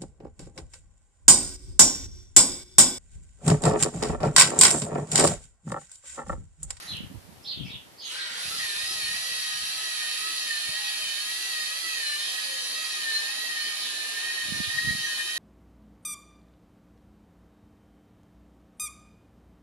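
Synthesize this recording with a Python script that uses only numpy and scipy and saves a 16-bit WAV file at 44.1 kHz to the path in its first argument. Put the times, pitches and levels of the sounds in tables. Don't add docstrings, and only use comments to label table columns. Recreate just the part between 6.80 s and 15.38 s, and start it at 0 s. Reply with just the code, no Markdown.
import sys
import numpy as np
from scipy import signal
from scipy.fft import rfft, irfft, next_fast_len
from scipy.io import wavfile

SR = 44100
rng = np.random.default_rng(int(sys.argv[2]) if len(sys.argv) > 2 else 0)


def to_wav(s):
    ch = np.atleast_2d(s).T
    pcm = np.round(np.clip(ch, -1, 1) * 32767)
    wavfile.write(sys.argv[1], SR, pcm.astype(np.int16))


N = 378378

# time in seconds, tooth rate in Hz.
TOOTH_RATE = [(1.24, 304.2), (1.32, 495), (1.39, 536.5), (1.45, 504.5), (1.52, 465), (1.58, 548),
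              (1.64, 600.4), (1.74, 673), (1.81, 633.4), (1.92, 596.6), (2.12, 643.4), (2.27, 612.6),
              (2.4, 642.8), (2.56, 639), (2.74, 624), (2.97, 645), (3.28, 615.2), (3.51, 645.4),
              (3.79, 599), (3.88, 616.2), (4.02, 634.6), (4.15, 629.8), (4.31, 607.7), (4.64, 648.6),
              (4.83, 619.8), (5.03, 656.5), (5.32, 587.7), (5.54, 632.5), (5.75, 624.3), (6.03, 633.4),
              (6.36, 595.2), (6.63, 634.8), (6.82, 607.6), (6.99, 616), (7.18, 590.3), (7.35, 603),
              (7.48, 618), (7.59, 618.7), (7.75, 603.3), (8.06, 626), (8.39, 611.4), (8.58, 622)]
# time in seconds, rattle level in dB, brush hiss level in dB.
MOTOR_LEVELS = [(0, -43.5, -43.5), (.12, -54.5, -49.5), (.25, -69, -81), (1.2, -63.5, -67),
                (1.235, -58, -58), (1.265, -53, -43), (1.28, -48, -46), (1.32, -38.5, -43), (1.4, -39, -51),
                (1.48, -40, -49.5), (1.61, -37, -40.5), (1.9, -34.5, -40.5), (2.2, -33.5, -40.5),
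                (5.8, -34.5, -40.5), (7.2, -36, -40.5), (8.58, -35.5, -40.5)]
# time in seconds, delay of the left microphone in ms, left-right level in dB.
POSITION = [(0, 0.32, -1.5), (5.2, 0.42, -1.5), (6.2, -0.0635, -1), (8.58, -0.044, -1)]
# cycles per shaft turn, level in dB re the rattle before extra gain.
GEAR_TONES = [(10, -36), (12, -35.5), (17, -35.5), (24, -32), (27, -23), (33, -33), (37, -24.5), (38, -36),
              (42, -22), (43, -24), (44, -29.5), (47, -22.5), (52, -22.5), (53, -35.5), (57, -23.5),
              (62, -17), (64, -21), (66, -21), (73, -19), (76, -38), (86, -29), (90, -21), (92, -29),
              (100, -27), (110, -28), (139, -27), (159, -26), (166, -30), (169, -28), (179, -28)]
# before and after the truck is under way, in dB.
GEAR_TONES_GAIN = (6, 3)
SHAFT_SHUDDER = (.042, .004)
# frequency in Hz, density in dB per Hz.
RATTLE_SPECTRUM = [(470, -107), (800, -20.5), (879, -19), (1230, -13), (1350, -14), (1570, -19),
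                   (1840, -5.5), (2200, -15), (2650, -8.5), (2860, -9), (3100, -2), (3450, -8), (3900, -1),
                   (4150, -4), (4460, 3), (4740, -6), (4970, -3.5), (5300, -6.5), (7500, -21.5),
                   (9750, -17), (16500, -120)]
# frequency in Hz, density in dB per Hz.
BRUSH_SPECTRUM = [(3820, -38), (6500, -4), (8800, -9), (10100, -1), (10700, 0.5), (11300, -3.5),
                  (14400, -30)]
# time in seconds, level in dB.
ROLLING_LEVEL = [(0, -75), (.12, -59.5), (1.2, -61.5), (1.32, -53), (1.42, -58.5), (1.61, -52),
                 (2.1, -55.5), (4.0, -58), (4.7, -59), (6.0, -57), (6.5, -55), (8.3, -56), (8.58, -56)]
# band centre in Hz, level in dB.
RUMBLE_BANDS = [(200, -7.5), (270, -1.5), (370, 2), (500, 2), (680, 2), (900, 3), (1200, -38)]
# time in seconds, level in dB.
AIR_LEVEL = [(0, -53), (1.2, -54.5), (1.7, -68), (7.3, -56.5), (8.58, -58)]
# frequency in Hz, density in dB per Hz.
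AIR_SPECTRUM = [(110, -85), (170, -30), (250, -12), (600, -14.5), (1200, -20), (3000, -23), (6500, -26),
                (12000, -25), (14500, -32.5)]
# time in seconds, rumble level in dB, left-right level in dB.
GUSTS = [(0, -73, 7), (.2, -43, 13), (.4, -55.5, -18), (.72, -66, 22), (.82, -45.5, 10), (1.0, -59, 11),
         (1.3, -71, -7), (1.53, -68, 2), (1.59, -95, 0), (1.66, -62.5, 20), (1.96, -68, 11),
         (2.25, -58, 13.5), (2.42, -73, 26), (2.63, -66, 10), (2.69, -97, 0), (2.74, -57, 1),
         (3.06, -70, 11), (3.11, -100, 0), (3.82, -105, 0), (3.89, -57, 18), (3.97, -93, 2), (4.03, -63, 3),
         (4.17, -105, 0), (4.26, -60, 7), (4.33, -114, 0), (7.4, -105, -17), (7.46, -60, -8),
         (7.53, -90, 3), (7.66, -55.5, -4), (7.78, -59, -44), (7.88, -59.5, 2), (8.08, -48.5, -27),
         (8.26, -63, 0), (8.32, -80, 3), (8.4, -68, 13), (8.58, -88, 11)]
# frequency in Hz, density in dB per Hz.
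WIND_SPECTRUM = [(25, -50), (60, -7), (120, -6.5), (180, -8), (300, -17.5), (500, -37), (1000, -100)]
# start in seconds, envelope peak in dB, pitch in Hz, left-right level in dB.
BUFFETS = [(0.123, -44.5, 158, 34), (0.169, -48, 151, 7), (0.204, -31, 197.7, -11), (0.299, -39, 153, 8),
           (0.367, -35.5, 82, -10), (0.766, -36, 104, 0), (0.827, -38, 133, 19), (0.854, -41, 155, 18),
           (0.955, -41, 114, 10), (2.03, -43, 102, 5), (7.721, -37.5, 193.3, -31),
           (7.801, -38.5, 193, -36.5), (7.873, -33, 97.1, 2), (7.945, -48, 117.8, -19),
           (8.073, -42, 136.9, -33), (8.103, -39, 111.7, -18), (8.149, -33, 179.3, -7),
           (8.2, -42, 156.9, 5)]
# start in seconds, length in seconds, start, middle
# and end pitch in Hz, warble depth in Hz, level in dB, left-right level in dB.
CHIRPS = [(0.068, 0.06, 4000, 4150, 3850, 140, -34, -2), (0.085, 0.04, 3700, 3480, 3300, 80, -41, -2),
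          (0.118, 0.06, 3050, 3000, 2850, 200, -38, -3), (0.625, 0.05, 5000, 5250, 4900, 250, -51, -5),
          (0.645, 0.095, 3300, 4500, 2956, 380, -34, -2), (0.741, 0.094, 3800, 3300, 2960, 260, -42.5, 1),
          (0.825, 0.09, 5300, 5100, 4300, 400, -54, -4), (0.838, 0.055, 2830, 2520, 2400, 150, -45.5, -1),
          (0.88, 0.08, 2700, 3700, 2700, 300, -40, -0.5), (1.172, 0.13, 5050, 4300, 3500, 400, -42, -2),
          (1.2, 0.14, 3500, 3150, 2750, 260, -41, -2), (1.219, 0.045, 6580, 6560, 6520, 20, -46, -11),
          (1.232, 0.03, 6050, 6000, 5950, 60, -49, -5), (1.39, 0.044, 3700, 4210, 3700, 220, -35.5, -4),
          (4.01, 0.098, 4305, 3744, 2970, 450, -37.5, -2), (5.399, 0.11, 4485, 3795, 3180, 450, -37, -5),
          (5.8, 0.05, 6080, 6000, 5820, 60, -42, -3), (6.978, 0.11, 4710, 3998, 3030, 450, -34.5, -1),
          (7.74, 0.04, 5850, 5830, 5740, 50, -42, -7), (7.802, 0.079, 4150, 3780, 2915, 380, -35.5, -1),
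          (8.215, 0.055, 6050, 5980, 5880, 50, -41, -4)]
# start in seconds, starting noise level in dB before the band filter.
TICK = [(0.169, -32)]
# start and end of the fade-in, in seconds.
SPIN_UP = (1.26, 1.31)
# time in seconds, peak level in dB.
THIRD_TONE = [(1.3, -56), (1.38, -39), (1.4, -35), (1.46, -54), (1.57, -44), (1.74, -53), (1.81, -34),
              (1.89, -33.5), (2.08, -42), (2.23, -36), (2.62, -41), (2.72, -36.5), (2.91, -48), (3.12, -39),
              (3.15, -43), (3.22, -34.5), (3.56, -45.5), (3.73, -30.5), (3.79, -39.5), (3.87, -35),
              (4.14, -42), (4.32, -39), (4.45, -44), (4.5, -37.5), (4.57, -44), (4.76, -35), (4.8, -37),
              (4.89, -40), (4.95, -42.5), (5.17, -34), (5.21, -35), (5.37, -34), (5.51, -44), (5.59, -36),
              (5.63, -53), (5.71, -38), (5.91, -44), (6.11, -38.5), (6.2, -38), (6.28, -26.5),
              (6.41, -34.5), (6.47, -33), (6.55, -37), (6.83, -34), (7.04, -41.5), (7.08, -35.5),
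              (7.2, -33), (7.26, -35.5), (7.56, -33.5), (7.61, -33.5), (7.71, -39), (7.76, -32),
              (7.88, -38.5), (7.94, -28), (8.03, -29.5), (8.1, -24.5), (8.171, -37), (8.27, -30.5),
              (8.35, -36), (8.4, -31), (8.45, -37), (8.54, -35)]
# time in seconds, fifth, seventh and eighth tone peak level in dB.
UPPER_TONES = [(1.3, -62, -59, -43), (1.53, -56, -54, -39), (1.65, -59, -51, -46), (1.75, -60, -51, -46),
               (1.8, -44, -38, -39), (1.86, -48, -40, -53), (1.92, -52, -45, -54), (2.01, -51, -44, -43),
               (2.1, -54, -43, -36), (2.26, -42, -37, -55), (2.36, -57, -50, -48), (2.45, -50, -41, -44),
               (2.74, -44, -40, -46), (3.0, -50, -43, -57), (3.29, -40, -42, -51), (3.54, -63, -42, -46),
               (3.67, -42, -40, -44), (3.78, -43, -37, -47), (4.12, -43, -40.5, -48),
               (4.28, -37.5, -40, -45), (4.63, -47, -42, -52), (4.82, -42, -35.5, -40),
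               (4.96, -46, -42, -52), (5.29, -41.5, -38.5, -42), (5.5, -42, -41.5, -41.5),
               (6.23, -44, -39.5, -46), (6.36, -43, -34, -46), (6.62, -45, -45, -46),
               (6.77, -37.5, -37.5, -42), (7.24, -43, -45.5, -48), (7.54, -40, -40.5, -55),
               (7.96, -47, -45, -43), (8.35, -35.5, -38, -50), (8.54, -39, -44, -57)]
# frequency in Hz, peak level in dB re the rattle setting.
CASE_RESPONSE = [(900, -19), (1180, -21), (1250, -19), (1310, -12.5), (1350, -3), (2000, -39), (2450, -11),
                 (2600, -13.5), (3200, -29), (3650, -9.5), (3850, -11.5)]
# centre in Hz, width in Hz, lift in dB.
CASE_RING = (4125, 45, 7)
# time in seconds, level in dB.
GROWL_LEVEL = [(1.27, -90), (1.32, -53), (1.39, -51), (1.42, -44), (1.55, -45), (1.62, -52), (1.68, -88)]
# frequency in Hz, density in dB per Hz.
GROWL_SPECTRUM = [(1250, -44), (1420, 1), (1490, -8), (1570, 0), (1680, -16), (1790, 0), (1840, -16),
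                  (1895, 6), (1960, -13), (2150, -35)]
# start and length in seconds, start and end pitch in Hz, peak in dB.
HOOTS = [(3.93, 0.21, 824, 830, -55), (5.6, 0.31, 552, 467.3, -55.5), (6.25, 0.18, 458, 369, -59),
         (6.37, 0.229, 853, 782, -56.5), (7.2, 0.26, 473.5, 385.8, -60.5)]

TEETH = 10
UNDER_WAY_S, SETTLE_S = 1.66, 0.41
YARD_T60_S, GARDEN_T60_S = 0.75, 0.36
TREBLE_T60_S = 1
ECHO_CHANGE_S = 0.45
RASP, RASP_HZ = 0.33, 614
CUTOFF_HZ = 14500


def amp(db):
    return 10 ** (np.asarray(db) / 20)


def rms_one(x):
    return x / np.sqrt(np.mean(x ** 2) + 1e-20)


def noise():
    return rng.standard_normal((2, N))


def in_time(rows):
    s, *columns = np.transpose(rows)
    return [np.interp(np.arange(N) / SR, s, c) for c in columns]


def eased(rows):
    s, value = np.transpose(rows)
    place = np.interp(np.arange(N) / SR, s, np.arange(len(s)))
    smooth_place = place - np.sin(2 * np.pi * place) / (2 * np.pi) * 0.572
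    return np.interp(smooth_place, np.arange(len(s)), value)


def panned(pan_db):
    return amp(np.array([pan_db / 2, -pan_db / 2]))


def colour(x, spectrum):
    size = next_fast_len(N)
    hz, db = np.transpose(spectrum)
    bin_hz = np.arange(size // 2 + 1) * SR / size
    gain = amp(np.interp(np.log(bin_hz + 1), np.log(hz), db))
    return rms_one(irfft(rfft(x, size) * gain, size)[..., :N])


def drift(rate_hz):
    r = np.exp(-2 * np.pi * rate_hz * 64 / SR)
    steps = rng.standard_normal((2, N // 64 + 1002))
    slow = signal.lfilter([1], [1, -2 * r, r * r], steps)[:, 1000:]
    return np.array([np.interp(np.arange(N) / 64, np.arange(len(s)), rms_one(s)) for s in slow])


def yard(x, t60_s):
    t = np.arange(SR // 2) / SR
    white = rng.standard_normal((2, len(t)))
    dull = signal.sosfilt(signal.butter(2, 3600, fs=SR, output="sos"), white)
    echo = dull + (white - dull) * amp(-60 * t / TREBLE_T60_S)
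    echo = echo * amp(-60 * t / t60_s) * np.minimum(t / 0.018, 1)
    return signal.fftconvolve(x, echo / np.sqrt(np.sum(echo ** 2) / 2), axes=1)


def yard_on_the_move(x):
    hop = int(ECHO_CHANGE_S * SR)
    padded = np.pad(x, ((0, 0), (hop, 2 * hop)))
    out = np.zeros((2, N + 3 * hop + SR))
    fade = np.sin(np.pi * np.arange(2 * hop) / (2 * hop))
    for i in range(0, N + hop, hop):
        wet = yard(padded[:, i:i + 2 * hop] * fade, YARD_T60_S)
        out[:, i:i + wet.shape[1]] += wet
    return out[:, hop:hop + N]


def truck():
    tooth_hz = eased(TOOTH_RATE)
    rattle_db, hiss_db = in_time(MOTOR_LEVELS)
    lag_ms, pan_db = in_time(POSITION)
    change_s = (UNDER_WAY_S, UNDER_WAY_S + SETTLE_S)
    shudder, tones_db = in_time(np.transpose([change_s, SHAFT_SHUDDER, GEAR_TONES_GAIN]))
    turn = 2 * np.pi * np.cumsum(tooth_hz / TEETH) / SR + shudder * drift(76.6)[0]
    wobble = np.cos(turn)
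    beat = 1 + 0.5 * wobble + 0.024 * np.cos(3 * turn) + 0.28 * np.cos(TEETH * turn)
    play = noise() * beat * amp(2.0 * drift(44.0))
    flaws = tooth_flaws(turn)
    gears = amp(-3.3) * rattle(play, flaws) + amp(tones_db) * gear_tones(turn, wobble)
    noisy = amp(rattle_db) * gears + growl(play) + amp(hiss_db) * brush_hiss(beat, flaws)
    tooth_tones = whine(tooth_hz, turn, wobble, rattle_db)
    first, second = noisy
    late = np.interp(np.arange(N) - lag_ms * SR / 1000, np.arange(N), first)
    alike = 0.55
    direct = np.array([late, alike * first + np.sqrt(1 - alike ** 2) * second])
    echoes = yard_on_the_move(amp(-2) * direct + amp(-12) * tooth_tones)
    rumble = amp(in_time(ROLLING_LEVEL)[0]) * wheels()
    return panned(pan_db) * (direct + tooth_tones + rumble + echoes)


def gear_tones(turn, wobble):
    out = 0
    for order, db in GEAR_TONES:
        phase = order * turn + 0.4 * wobble + 1.95 * drift(4.8)
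        out = out + amp(db) * np.sqrt(2) * amp(4.0 * drift(17.0)) * np.sin(phase)
    return out


def tooth_flaws(turn):
    waves = irfft(np.exp(2j * np.pi * rng.random((2, 200))), 2048)
    where = turn / (2 * np.pi) % 1 * 2048
    return rms_one(np.array([np.interp(where, np.arange(2048), w, period=2048) for w in waves]))


def rattle(play, flaws):
    return colour(play + 0.8 * flaws, RATTLE_SPECTRUM)


def brush_hiss(beat, flaws):
    return colour(noise() * beat + 1.08 * flaws, BRUSH_SPECTRUM)


def wheels():
    out = 0
    for hz, db in RUMBLE_BANDS:
        band = signal.butter(3, [hz / 1.17, hz * 1.17], "band", fs=SR, output="sos")
        flicker = np.minimum(drift(8.7), 1)
        out = out + amp(db + 17.7 * flicker) * rms_one(signal.sosfilt(band, noise()))
    return rms_one(out)


def outdoor_air():
    return amp(in_time(AIR_LEVEL)[0]) * colour(noise(), AIR_SPECTRUM)


def wind():
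    level_db, pan_db = in_time(GUSTS)
    flutter_db = 6.5 * np.minimum(drift(49.0), 1.6) + 2.0 * drift(7.6)
    out = amp(level_db + flutter_db) * panned(pan_db) * colour(noise(), WIND_SPECTRUM)
    phases = rng.random((len(BUFFETS), 2))
    for (s, db, hz, side_db), phase in zip(BUFFETS, phases):
        cycles = np.arange(int(3 * SR / hz)) * hz / SR
        envelope = cycles * np.exp(1 - cycles / 0.5) / 0.5
        thump = np.sin(2 * np.pi * (cycles + phase[:, None])) * envelope
        i = int(s * SR)
        out[:, i:i + len(cycles)] += (amp(db) * panned(side_db)[:, None] * thump)[:, :N - i]
    return out


def sparrows():
    out, uneven = np.zeros((2, N)), drift(146.0)[0]
    breath_filter = signal.butter(3, RASP_HZ, fs=SR, output="sos")
    breath = rms_one(signal.sosfilt(breath_filter, rng.standard_normal(N)))
    for s, length, start_hz, mid_hz, end_hz, warble_hz, db, pan_db in CHIRPS:
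        u, i = np.linspace(0, 1, int(length * SR)), max(int(s * SR), 0)
        span = slice(i, i + len(u))
        cycle = 2 * np.pi * 130 * u * length
        hz = np.interp(u, [0, 0.4, 1], [start_hz, mid_hz, end_hz])
        hz = hz + warble_hz * (np.sin(cycle) + 0.5 * uneven[span])
        rasp = RASP * min(warble_hz / 200, 1) * breath[span]
        envelope = np.sin(np.pi * u) ** 0.63 * (1 + 0.12 * np.cos(cycle) + rasp)
        whistle = envelope * np.sin(2 * np.pi * np.cumsum(hz) / SR)
        out[:, span] += amp(db) * panned(pan_db)[:, None] * whistle
    return amp(-2.5) * out + amp(3.5) * yard(out, GARDEN_T60_S)[:, :N]


def tick():
    out, t = np.zeros((2, N)), np.arange(300) / SR
    for s, db in TICK:
        i = int(s * SR)
        out[:, i:i + len(t)] = amp(db) * rng.standard_normal((2, len(t))) * np.exp(-t / 0.0015)
    return signal.sosfilt(signal.butter(3, [2000, 11000], "band", fs=SR, output="sos"), out)


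def whine(tooth_hz, turn, wobble, rattle_db):
    running = np.interp(np.arange(N) / SR, SPIN_UP, (0, 1))
    ring_hz, ring_width_hz, ring_db = CASE_RING
    case_hz, case_db = np.transpose(CASE_RESPONSE)
    levels_db = dict(zip((3, 5, 7, 8), in_time(THIRD_TONE) + in_time(UPPER_TONES)))
    for multiple in (2, 4, 6):
        radiated_db = np.interp(multiple * tooth_hz, case_hz, case_db)
        levels_db[multiple] = rattle_db + radiated_db + 3.0 * drift(4.0)
    out = 0
    for multiple, level_db in levels_db.items():
        lift_db = ring_db * np.exp(-((multiple * tooth_hz - ring_hz) / ring_width_hz) ** 2)
        apart = (0.66 + 0.2 * drift(10.0)[0]) * np.array([[-1], [1]])
        phase = multiple * (TEETH * turn + 0.03 * wobble) + apart
        out = out + running * amp(level_db + lift_db + 4.0 * drift(30.0)) * np.sin(phase)
    return out


def growl(play):
    return amp(in_time(GROWL_LEVEL)[0]) * colour(play, GROWL_SPECTRUM)


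def hoots():
    out = np.zeros((2, N))
    for s, length, start_hz, end_hz, db in HOOTS:
        u, i = np.linspace(0, 1, int(length * SR)), int(s * SR)
        hz = start_hz + (end_hz - start_hz) * u ** 1.575
        envelope = np.sqrt(np.sin(np.pi * u) + 1e-9)
        out[:, i:i + len(u)] += amp(db) * envelope * np.sin(2 * np.pi * np.cumsum(hz) / SR)
    return out + yard(out, YARD_T60_S)[:, :N]


def scene():
    return truck() + outdoor_air() + wind() + sparrows() + tick() + hoots()


def record(dry):
    heard = signal.sosfilt(signal.butter(2, 58.0, "high", fs=SR, output="sos"), dry)
    return signal.sosfilt(signal.ellip(12, 0.5, 80, CUTOFF_HZ, fs=SR, output="sos"), heard)


dry = scene()
out = record(dry)
to_wav(out)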